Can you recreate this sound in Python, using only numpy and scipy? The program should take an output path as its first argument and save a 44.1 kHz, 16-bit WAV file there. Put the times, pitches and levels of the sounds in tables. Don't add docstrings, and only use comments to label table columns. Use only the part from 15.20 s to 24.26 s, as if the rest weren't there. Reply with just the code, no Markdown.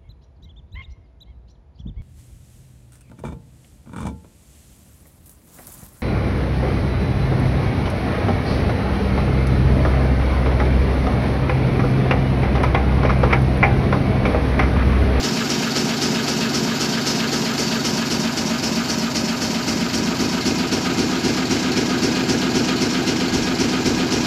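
import sys
import numpy as np
from scipy import signal
from scipy.fft import rfft, irfft, next_fast_len
from scipy.io import wavfile
from scipy.ndimage import map_coordinates

SR = 44100
rng = np.random.default_rng(int(sys.argv[2]) if len(sys.argv) > 2 else 0)


def digitize_waveform(pressure):
    field = np.atleast_2d(pressure).T
    bounded = np.clip(field, -1, 1)
    quanta = np.round(bounded * 32767).astype(np.int16)
    wavfile.write(sys.argv[1], SR, quanta)


N = 399546

TURN_HZ = 3.828
TOP_HZ = 14200

# (multiple of the turn rate, level at belt [dB], corner [dB], guard [dB])
STRONG_TONES = [(18, -48.5, -46.5, -43.0), (24, -52.5, -47.5, -44.0), (34, -45.0, -48.0, -41.5),
                (36, -45.0, -50.0, -44.0), (37, -36.5, -44.0, -41.0), (38, -38.5, -44.0, -43.5),
                (40, -50.0, -48.0, -42.0), (42, -43.0, -46.0, -48.0), (46, -38.0, -36.0, -36.0),
                (47, -46.0, -42.0, -40.0), (48, -45.0, -41.5, -36.0), (54, -41.0, -43.5, -38.0),
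                (57, -42.0, -41.5, -44.0), (58, -31.5, -31.0, -39.0), (59, -36.5, -35.5, -37.5),
                (60, -33.5, -34.5, -38.5), (61, -38.5, -37.0, -39.0), (62, -34.0, -32.5, -36.5),
                (64, -43.0, -47.0, -31.5), (65, -39.5, -45.0, -31.5), (66, -39.0, -36.0, -32.0),
                (67, -44.5, -41.5, -34.0), (68, -54.5, -40.5, -33.5), (70, -41.0, -45.5, -33.0),
                (71, -33.5, -37.0, -36.0), (76, -42.5, -46.0, -46.0), (77, -45.0, -46.0, -43.0),
                (83, -48.0, -47.0, -34.5), (84, -49.0, -47.5, -36.5), (85, -46.5, -42.5, -39.5),
                (86, -51.0, -47.5, -37.0), (88, -52.0, -50.0, -40.0), (89, -48.0, -55.0, -41.5),
                (94, -42.5, -50.0, -37.5), (95, -37.5, -47.5, -35.0), (101, -43.5, -43.0, -41.0),
                (111, -43.0, -50.0, -46.5), (112, -45.0, -49.0, -44.0), (131, -50.0, -57.0, -43.0)]
# (pitch [Hz], level at belt [dB], corner [dB], guard [dB])
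WEAK_TONES = [(30,-74,-74,-68), (55,-67,-66,-60), (80.4,-58,-56,-54), (116,-51,-48,-43.5),
              (160.2,-48,-52,-46), (202,-44,-46,-44), (240.5,-49,-50.5,-42), (273.3,-48,-45.5,-40.5),
              (323.4,-47.5,-49.5,-43), (400.4,-49,-50.5,-45.5), (471,-53,-58,-53), (548,-65,-58,-58)]
# (clank [dB], rasp [dB], hiss [dB], heel chink [dB], fade time [s])
BLADES = [(-29.5,-28.5,-31.5,-26,0.027), (-29.5,-33,-33,-34,0.022), (-52,-32.5,-38,-31,0.019),
          (-29,-28.5,-32,-44,0.028), (-24.5,-31,-38.5,-58,0.019), (-50,-34,-32.5,-51,0.02)]


def housing_drone(turn, near):
    churn_db = [-19, -17.5, -13]
    hum = each_turn(hum_cycles(), turn, near)
    churn = coloured(noise(), np.array(WEAK_TONES)[:, [0, -1]])
    return unit(hum + (amp(churn_db) @ near) * churn)


def hum_cycles(size=256):
    # (bottom [Hz], top [Hz], half a knock's length [s],
    # steady gear contact compared with the loudest knock [dB])
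    pitch_ranges = [(110, 200, .0075, -13), (200, 290, .0072, -20), (290, 520, .0038, -14)]
    multiple = np.arange(size)
    weak = ~np.isin(multiple, [row[0] for row in STRONG_TONES])
    strength = np.array([tone_strengths(multiple, place + 1) for place in range(3)])
    tones = strength * np.exp(2j * np.pi * rng.random(size))
    for low, high, *knock in pitch_ranges:
        inside = (multiple * TURN_HZ >= low) & (multiple * TURN_HZ < high)
        forces = [gear_knocks(multiple / size, place, low, high, *knock) for place in range(3)]
        swings = [follow_knocks(inside * strength[place], weak, forces[place]) for place in range(3)]
        for place, swing in enumerate(swings):
            in_step = np.exp(1j * np.angle(np.vdot(swing, swings[1])))
            tones[place, inside] = (swing * in_step)[inside]
    return irfft(tones, 16 * size)


def tone_strengths(multiple, column):
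    db = along(np.array(WEAK_TONES)[:, [0, column]], multiple * TURN_HZ)
    for row in STRONG_TONES:
        db[int(row[0])] = row[column]
    return amp(db)


def gear_knocks(turn, place, low, high, half_s, steady_db):
    # (moment [turns], pitch [Hz], level at belt [dB], corner [dB], guard [dB])
    knocks = [(.08,150,-36,-33,-24), (.135,150,-28,-27,-24), (.19,150,-33,-33,-21), (.24,150,-26,-27,-24),
              (.37,150,-26,-28,-27), (.48,150,-20,-24,-22), (.6,150,-24,-23,-22), (.665,150,-32,-32,-23),
              (.725,150,-23,-24,-29), (.775,150,-38,-28,-21), (.835,150,-27,-29,-22), (.98,150,-25,-26,-25),
              (.01,240,-19,-22,-28), (.125,240,-29,-26,-18), (.215,240,-20,-19,-14), (.295,240,-18,-20,-26),
              (.38,240,-26,-22,-16), (.465,240,-17,-17,-18), (.54,240,-20,-21,-21), (.6,240,-21,-28,-25),
              (.705,240,-18,-15,-17), (.785,240,-19,-19,-16), (.865,240,-19,-20,-20), (.92,240,-24,-25,-17),
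              (0,360,-29,-31,-21), (.075,360,-26,-29,-23), (.135,360,-21,-27,-22), (.165,360,-25,-21,-19),
              (.21,360,-24,-24,-17), (.24,360,-26,-28,-17), (.32,360,-22,-26,-17), (.38,360,-22,-25,-20),
              (.43,360,-22,-26,-23), (.47,360,-26,-23,-21), (.51,360,-24,-23,-28), (.58,360,-28,-31,-19),
              (.64,360,-23,-28,-27), (.69,360,-32,-30,-22), (.825,360,-27,-29,-19), (.895,360,-30,-28,-19),
              (.945,360,-22,-28,-20)]
    rows = np.array([row for row in knocks if low < row[1] < high])
    db = rows[:, 2 + place]
    return np.sqrt(blows(turn, rows[:, 0], db - db.max(), half_s) + amp(steady_db) ** 2)


def follow_knocks(strength, weak, force, steps=60, tries=48):
    force = force * np.linalg.norm(strength) / np.sqrt(len(force)) / np.linalg.norm(force)
    least, most = np.where(weak, 0, strength), np.where(weak, np.sqrt(2), 1) * strength
    tones = strength * np.exp(2j * np.pi * rng.random((tries, len(force))))
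    for _ in range(steps):
        swing = np.fft.ifft(tones)
        driven = np.fft.fft(force * swing / (abs(swing) + 1e-20))
        tones = driven / (abs(driven) + 1e-20) * np.clip(abs(driven), least, most)
    miss = np.linalg.norm(abs(np.fft.ifft(tones)) - force, axis=1)
    return tones[np.argmin(miss)]


def cutter(turn, near):
    _, corner, guard = near
    contact = rubbing() + blade_scrapes(turn, near)
    direct = steel_frame(contact, shade_db=0)
    screened = steel_frame(contact, shade_db=-5)
    frame = (1 - guard) * direct + guard * screened
    hollow = .28 * resonate(frame, hz=3500, width=1000)
    return amp(-0.25) * (frame - corner * hollow)


def blade_scrapes(turn, near, uneven_db=0.85):
    # (pitch [Hz], width [Hz], rise time [s])
    edge_bands = [(2650, 2860, 0.011), (4580, 1270, 0.0049)]
    # (pitch [Hz], width [Hz], level [dB])
    heel_bands = [(5480, 2300, -1.5), (5350, 140, -13.5), (7540, 21000, -9), (466, 160, -8.5)]
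    rasp_db = [-0.8, -1, 0]
    friction = grains(per_second=1200, spread_db=2.7, share=0.3)

    def band(hz, width):
        return ring(np.roll(friction, rng.integers(N)), hz, width)

    _, *edge_db, chink_db, falls = np.transpose(BLADES)
    edge = [strokes(turn, db, rise, falls[:, None], uneven_db)
            for db, (_, _, rise) in zip(edge_db, edge_bands)]
    rasp, hiss = (force * band(hz, width) for force, (hz, width, _) in zip(edge, edge_bands))
    snags = unit(amp(1.06 * wobble(130)))
    scrape = (amp(rasp_db @ near) * rasp + hiss) * snags
    spray = amp(-10) * band(hz=6440, width=1330)
    fizz = amp(-10) * band(hz=10800, width=6800)
    heel = strokes(turn, chink_db, rise_s=0.0062, fall_s=0.023, uneven_db=uneven_db, delay_s=.0105)
    ringing_blades = blade_ring(np.hypot(edge[-1], heel), near)
    chink = heel * sum(amp(db) * band(hz, width) for hz, width, db in heel_bands)
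    return scrape + edge[-1] * (spray + fizz) + ringing_blades + chink


def strokes(turn, levels_db, rise_s, fall_s, uneven_db, delay_s=0, size=512, count=40):
    grid = np.arange(size * count) / size
    first_bite = 0.08
    since = grid - first_bite - delay_s * TURN_HZ - np.arange(len(BLADES))[:, None] / len(BLADES)
    bite = np.floor(since + 1 / 4).astype(int)
    caught_db = uneven_db * rng.standard_normal((len(BLADES), count + 1))
    strength = amp(levels_db[:, None] + np.take_along_axis(caught_db, bite, axis=1))
    contacts = strength * swell((since - bite) / TURN_HZ, rise_s, fall_s)
    return np.interp(turn, grid, np.linalg.norm(contacts, axis=0))


def blade_ring(force, near, varies_db=2.5):
    # (pitch [Hz], width [Hz], level at belt [dB], corner [dB], guard [dB])
    notes = [(4336,110,-44,-44,-48), (4580,110,-44,-44,-46), (5080,110,-41,-45,-46), (5250,60,-45,-42,-48),
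             (5432,45,-43,-48,-50), (5620,110,-46,-46,-46)]
    return sum(ringing([note], force * amp(varies_db * wobble(8)) * noise(), near) for note in notes)


def rubbing():
    # (pitch [Hz], level [dB])
    colour = [(300, -2.5), (900, -2.5), (1120, -2.5), (1400, -5.5), (1900, -7), (2400, -4.5), (3400, -9.5),
              (4500, -5), (6000, -8.5), (7500, -7.5), (8400, -35.5), (14500, -8)]
    level = amp(-33 + 0.7 * wobble(20))
    return level * coloured(grains(per_second=800, spread_db=4, share=0.43), colour)


def steel_frame(x, shade_db, ripple_db=1.7):
    bumps = np.clip(rng.standard_normal(700), -2, 2)
    pitches = np.linspace(0, SR / 2, len(bumps))
    return filtered(x, lambda hz: amp(ripple_db * np.interp(hz, pitches, bumps)
                                      + shade_db * (hz / TOP_HZ) ** 2))


def clatter(turn, near, rattle_db=-37.0, between_bites_db=-36):
    # (pitch [Hz], level [dB])
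    rattle_colour = [(480,-3), (560,-4.5), (680,-0.5), (1000,-1.5), (1090,-9.5), (1600,-3.5), (1850,-15),
                     (2600,-18)]
    # (pitch [Hz], width [Hz], level at belt [dB], corner [dB], guard [dB])
    panel_notes = [(425.6,25,-45,-68,-59), (624.7,46,-42.5,-39,-41.5), (697,36,-43.5,-49,-41),
                   (772,40,-44,-44.5,-39.5), (843,78,-61,-53,-41.5), (947.4,62,-42,-41.5,-42),
                   (1643,35,-51,-50,-40.5), (2117,95,-50,-51,-47.5), (2495,28,-56,-49,-47)]
    # (pitch [Hz], width [Hz], level at belt [dB], corner [dB], guard [dB])
    box_notes = [(1245.5,71,-40,-42,-39.5), (1289,57,-41,-41.5,-43), (1448,47,-42,-51,-45),
                 (1533,170,-37.5,-40.5,-39), (1652,70,-45,-46,-47)]
    clank_db, *_, falls = np.transpose(BLADES)
    bites = strokes(turn, clank_db, rise_s=0.0073, fall_s=falls[:, None], uneven_db=1.0)
    shaking = np.hypot(bites, amp(between_bites_db))
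    taps = tapping(turn, near)
    drive = amp(rattle_db) * coloured(taps * rattle(turn, near), rattle_colour)
    panels = ringing(panel_notes, taps * rattle(turn, near), near)
    clank = ringing(box_notes, shaking * (rattle(turn, near) + .5 * noise()), near)
    return drive + panels + clank


def rattle(turn, near, size=8192):
    return each_turn(rng.standard_normal((3, size)), turn, near) + .5 * noise()


def tapping(turn, near):
    # (moment [turns], level over the rattle at belt [dB], corner [dB], guard [dB])
    taps = [(.02,6,0,-6), (.16,2,6,5), (.207,7,-3,-3), (.278,10,5,2), (.312,-6,0,6), (.52,4,5,2),
            (.565,-6,-6,6), (.66,5,2,-6), (.755,-6,2,6), (.97,5,-3,-3)]
    moments, *levels = np.transpose(taps)
    power = near * blows(turn, moments, levels, half_s=0.0022)
    return unit(np.sqrt(1 + power.sum(axis=0)))


def drive_whine(near):
    # (pitch [Hz], width [Hz], level at belt [dB], corner [dB], guard [dB])
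    notes = [(3745, 36, -45.5, -47.5, -60)]
    return ringing(notes, noise(), near)


def wind(breeze_db=-64, rise_s=0.046, fall_s=0.075):
    # (time [s], level [dB])
    gusts = [(8.17, -35), (8.38, -39), (8.69, -36), (9.0, -40)]
    colour = [(12, -16), (30, -8), (48, -7), (90, -7), (160, -31), (400, -35)]  # (pitch [Hz], level [dB])
    t = np.arange(N) / SR + 2 * rise_s
    force = amp(breeze_db) + sum(amp(db) * swell(t - s, rise_s, fall_s) for s, db in gusts)
    return force * amp(1.7 * wobble(18)) * coloured(noise(), colour)


def amp(db):
    return 10 ** (np.asarray(db) / 20)


def unit(x):
    return x / np.sqrt(np.mean(x ** 2) + 1e-20)


def noise():
    return rng.standard_normal(N)


def wobble(rate):
    return map_coordinates(rng.standard_normal(int(N * rate / SR) + 4), [np.arange(N) * rate / SR])


def grains(per_second, spread_db, share):
    ticks = (rng.random(N) < per_second / SR) * np.sign(noise())
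    ticks = ticks * amp(spread_db * np.clip(noise(), -2, 2))
    return np.sqrt(1 - share) * noise() + np.sqrt(share) * unit(ticks)


def along(points, hz):
    pitches, levels = np.transpose(points)
    return np.interp(np.log(hz + 1), np.log(pitches + 1), levels, left=-120, right=-120)


def filtered(x, response):
    size = next_fast_len(N + SR // 2)
    return irfft(rfft(x, size) * response(np.fft.rfftfreq(size, 1 / SR)), size)[:N]


def coloured(x, colour):
    return unit(filtered(x, lambda hz: amp(along(colour, hz))))


def resonate(x, hz, width):
    return signal.lfilter(*signal.iirpeak(hz, hz / width, SR), x)


def ring(force, hz, width):
    return unit(resonate(resonate(force, hz, width), hz, width))


def ringing(notes, force, near):
    return sum(ring(force, hz, width) * (amp(levels) @ near) for hz, width, *levels in notes)


def swell(t, rise, fall):
    late = t - 2 * rise
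    return np.where(late < 0, np.exp(-.5 * (late / rise) ** 2), np.exp(-.5 * (np.abs(late) / fall) ** 1.7))


def blows(turn, moments, levels_db, half_s):
    apart_s = ((turn - moments[:, None] + .5) % 1 - .5) / TURN_HZ
    return amp(levels_db) ** 2 @ np.exp(-(apart_s / half_s) ** 2)


def each_turn(cycles, turn, near):
    loops = [np.interp(turn % 1, np.arange(len(c)) / len(c), unit(c)) for c in cycles]
    power = (near * (np.corrcoef(cycles) @ near)).sum(axis=0)
    return unit((near * loops).sum(axis=0) / np.sqrt(power))


def scene():
    # (time [s], place [0 = feed belt, 1 = corner, 2 = beside the guard])
    path = [(0, 0), (2.3, .05), (3.3, .65), (4.2, 1.05), (5.2, 1.55), (6, 1.85), (7, 2), (9.06, 2)]
    drone_db, cutter_db = [-23, -23.5, -20.5], [1.63, 0.5, 1.57]
    turn = np.cumsum(TURN_HZ * (1 + .0005 * wobble(3))) / SR
    place = np.interp(np.arange(N) / SR, *np.transpose(path))
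    near = np.clip(1 - np.abs(place - np.arange(3)[:, None]), 0, 1)
    throb_db = 0.63 * wobble(12)
    drone = amp(drone_db @ near + throb_db) * housing_drone(turn, near)
    cutting = amp(cutter_db @ near) * (cutter(turn, near) + drive_whine(near))
    return (drone + cutting + clatter(turn, near) + wind())[None]


def record(dry):
    # (pitch [Hz], level [dB])
    response = [(1, 0), (7700, 0), (8700, -4.5), (10500, -4), (14500, -9)]
    return filtered(dry[0], lambda hz: amp(along(response, hz)) * (hz < TOP_HZ))[None]


dry = scene()
out = record(dry)
digitize_waveform(out)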